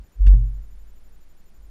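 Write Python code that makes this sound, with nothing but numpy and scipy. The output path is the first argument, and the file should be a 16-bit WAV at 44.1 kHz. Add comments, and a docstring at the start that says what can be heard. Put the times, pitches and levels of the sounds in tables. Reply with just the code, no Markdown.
"""Landing on a fallen log

In a quiet wood, someone lands on the far end of a log with a soft crunch of bark and leaves.
The trunk booms in its lowest bending modes, knocks and keeps swaying; the shaking clicks the case
of a camera on the near end. Underneath lie faint rumble, hiss and its thin, pulsing electronic whine."""
import sys
import numpy as np
from scipy import signal
from scipy.fft import rfft, irfft
from scipy.io import wavfile
from scipy.ndimage import uniform_filter1d

SR = 44100
rng = np.random.default_rng(int(sys.argv[2]) if len(sys.argv) > 2 else 0)


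def put_to_file(sound):
    """Save the sound as 16-bit audio at rate SR, in the file named by the first command-line argument."""
    columns = np.atleast_2d(sound).T  # one column per channel
    safe = np.clip(columns, -1, 1)
    whole_steps = np.round(safe * 32767)
    wavfile.write(sys.argv[1], SR, whole_steps.astype(np.int16))


N = 74970
BOOM_HZ = 46.38  # the trunk's lowest bending mode


def amp(db):
    """Decibels to gain."""
    return 10 ** (np.asarray(db) / 20)


def since(start):
    """Seconds since start, zero before it."""
    return np.maximum(np.arange(N) / SR - start, 0)


def rise(t, length):
    """A smooth attack from 0 to 1."""
    return np.sin(np.pi / 2 * np.clip(t / length, 0, 1)) ** 2


def fade(t, t60):
    """Exponential decay, 60 dB down at t60."""
    return np.exp(-np.log(1000) * t / t60)


def noise(spectrum):
    """Noise of rms 1, coloured by (frequency [Hz], level [dB]) points."""
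    hz, db = np.transpose(spectrum)
    freqs = np.fft.rfftfreq(N, 1 / SR)
    colour = amp(np.interp(np.log(freqs + 1), np.log(hz), db))
    shaped = irfft(rfft(rng.standard_normal(N)) * colour, N)
    return shaped / shaped.std()


def trunk_boom():
    """The lowest bending mode swells as the weight comes down, then rings out."""
    # envelope of the boom (time [s], level [dB])
    contour = [(.158, -37), (0.189, -29), (0.211, -9), (.25, -10), (0.282, -2.5), (.335, -3.5),
               (0.396, -15.5), (.43, -14), (0.524, -25.5), (0.602, -28), (.675, -42.5), (.74, -39),
               (.85, -47)]
    times, db = np.transpose(contour)
    release_db_per_s = 42.5
    level_db = np.interp(since(0), times, db) - release_db_per_s * since(times[-1])
    t = since(.1417)
    envelope = uniform_filter1d(amp(level_db) * rise(t, .041), size=500)
    return envelope * np.sin(2 * np.pi * BOOM_HZ * t)


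def trunk_blows():
    """Two soft blows each push the second bending mode up and let it die away."""
    # blows on the trunk (start [s], level [dB], attack [s], pitch [Hz], t60 [s])
    blows = [(0.245, -23.5, 0.021, 98.6, 0.31), (0.328, -21.5, 0.049, 112.7, 0.47)]
    out = np.zeros(N)
    for start, db, attack, hz, t60 in blows:
        t = since(start)
        envelope = amp(db) * rise(t, attack) * fade(since(start + attack), t60)
        out += envelope * np.sin(2 * np.pi * hz * t)
    return out


def wood_knocks():
    """The feet ring the trunk's higher modes: a close pair of knocks, then two faint taps."""
    # knocks through the wood (start [s], level [dB], attack [s])
    knocks = [(0.265, -37.5, 0.011), (.331, -31.5, 0.008), (0.438, -61, .005), (.645, -60, .008)]
    # higher modes of the trunk (frequency [Hz], relative level [dB], t60 [s])
    wood_modes = [(141.2, 2.5, 0.12), (164.3, -4, 0.2), (203.5, -7, 0.1), (302, -14, 0.017),
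                  (317, -9, 0.052), (432, -17.5, .06), (539, -19.5, 0.09), (715, -18, 0.018),
                  (815, -25, 0.066), (1219, -23.5, .03), (1735, -22.5, .025), (1840, -24.5, .025)]
    out = np.zeros(N)
    for start, db, attack in knocks:
        t = since(start)
        for hz, mode_db, t60 in wood_modes:
            envelope = amp(db + mode_db) * rise(t, attack) * fade(since(start + attack), t60)
            out += envelope * np.sin(2 * np.pi * (hz * t + rng.random()))
    return out


def trunk_sway(hz=10.4, db=-33):
    """The trunk rocks on after the landing, a long subsonic tail."""
    t = since(.33)
    return amp(db) * rise(t, .1) * fade(t, t60=8.4) * np.sin(2 * np.pi * hz * t)


def weight_shifts(upper_hz=67.15, upper_db=-10.5):
    """Shifting weight wakes a faint hum: the lowest mode and a weaker one above it."""
    # shifts of weight on the trunk (start [s], level [dB], length [s])
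    shifts = [(-.04, -35, 0.09), (0.679, -53.5, 0.66), (1.538, -42, 0.25)]
    out = np.zeros(N)
    for start, db, length in shifts:
        t = since(start)
        lowest = np.sin(2 * np.pi * BOOM_HZ * t)
        upper = amp(upper_db) * np.sin(2 * np.pi * (upper_hz * t + rng.random()))
        arch = np.sqrt(abs(np.sin(np.pi * np.minimum(t / length, 1))))
        out += amp(db) * arch * (lowest + upper)
    return out


def bark_crunch():
    """Bark and leaves give under the feet in three soft rushes of noise."""
    # scuffs of the feet (peak time [s], level [dB], rise constant [s], fall constant [s])
    scuffs = [(.245, -56, 0.026, 0.075), (.315, -51, 0.051, 0.095), (.585, -61.5, .035, 0.029)]
    # colour of the crunch (frequency [Hz], relative level [dB])
    spectrum = [(60, -5.5), (170, 5), (260, -3), (450, -9), (700, -11.5), (1000, -19.5), (2000, -22.5),
                (4000, -31.5), (8000, -40), (15000, -46.5)]
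    t = since(0)
    envelope = np.zeros(N)
    for peak, db, rise_s, fall_s in scuffs:
        envelope += amp(db) * np.exp(np.minimum((t - peak) / rise_s, (peak - t) / fall_s))
    return envelope * noise(spectrum)


def plastic_tick(start, db, decay_s=.0007):
    """A bright snap of plastic on plastic."""
    t = since(start)
    snap = amp(db) * (t > 0) * np.exp(-t / decay_s) * rng.standard_normal(N) / 2
    return signal.sosfilt(signal.butter(1, [1492, 6000], "band", fs=SR, output="sos"), snap)


def case_clicks():
    """The shaken camera case clicks twice, the second time brighter, and chatters faintly."""
    # clicks (start [s], ring gain [dB], treble tilt [dB/octave], tick gain [dB], pitch [ratio])
    clicks = [(0.2686, -34.5, 0, -45, 0.999), (.279, -41, 0.5, -27, 1.33)]
    # modes of the case (frequency [Hz], relative level [dB], t60 [s])
    case_modes = [(1170, -7, 0.011), (1649, -2, 0.012), (1830, -6, .013), (2765, -1.5, 0.014),
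                  (3340, -10.5, 0.016), (4400, -10.5, 0.014), (5670, -10.5, 0.0068), (6900, -16.5, .005)]
    # chatter at the height of the boom (start [s], tick gain [dB])
    chatter = [(0.2934, -56), (0.3042, -47), (0.3184, -54), (0.325, -51.5)]
    out = sum(plastic_tick(start, db) for start, db in chatter)
    for start, db, tilt_db, tick_db, pitch in clicks:
        t = since(start)
        out += plastic_tick(start, tick_db)
        for hz, mode_db, t60 in case_modes:
            gain = amp(db + mode_db + tilt_db * np.log2(hz / 2800))
            out += gain * fade(t, t60) * np.sin(2 * np.pi * hz * pitch * t)
    return signal.sosfilt(signal.butter(4, 1400, "high", fs=SR, output="sos"), out)


def electronic_whine(hz=7024, db=-70.5, octave_db=-69.5):
    """The electronics whine in double bursts, twelve a second, and sputter in the pauses."""
    # colour of the sputter (frequency [Hz], relative level [dB])
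    spectrum = [(7000, -35), (9000, -10), (9700, -1), (10800, -2), (12000, -9.5), (15000, -22.5)]
    start_s, period_s, burst_s = .0385, .08342, .038
    gap_centre_s, gap_s = .0185, .003
    sputter_db, spread_db, spurt_s = -82.5, 6, .007
    t = since(0)
    cycle = (t - start_s) % period_s
    sounding = (cycle < burst_s) & (abs(cycle - gap_centre_s) > gap_s / 2)
    gate = uniform_filter1d(sounding.astype(float), size=30)
    waver_hz = 220 * uniform_filter1d(rng.standard_normal(N), size=600)
    phase = 2 * np.pi * np.cumsum(hz + waver_hz) / SR
    tone = amp(db) * np.sin(phase) + amp(octave_db) * np.sin(2 * phase)
    spurt_gains = amp(sputter_db + spread_db * np.clip(rng.standard_normal(N), -2, 2))
    spurts = spurt_gains[(t / spurt_s).astype(int)]  # each spurt holds one random level
    sputter = uniform_filter1d(spurts * (cycle > burst_s), size=100) * noise(spectrum)
    return gate * tone + sputter


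def rumble_and_hiss(db=-55.5):
    """A steady bed of low rumble and faint hiss."""
    # colour of the bed (frequency [Hz], relative level [dB])
    spectrum = [(8, -6), (25, 4), (40, 4), (48, 4.5), (60, -0.5), (78, -4.5), (120, -11), (190, -9.5),
                (250, -16.5), (300, -16), (500, -19.5), (1000, -25), (1600, -26), (3000, -31.5),
                (6000, -34.5), (8000, -39), (11000, -42), (13000, -46), (16000, -48)]
    return amp(db) * noise(spectrum)


def scene():
    """Trunk, crunch and case over the quiet background, in mono."""
    trunk = trunk_boom() + trunk_blows() + wood_knocks() + trunk_sway() + weight_shifts()
    return (trunk + bark_crunch() + case_clicks() + electronic_whine() + rumble_and_hiss())[None]


def record(dry):
    """A steep low-pass trims the highest treble."""
    lowpass = signal.firwin(511, cutoff=15750, window=("kaiser", 9), fs=SR)
    return signal.oaconvolve(dry, lowpass[None], "same")


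dry = scene()
out = record(dry)
put_to_file(out)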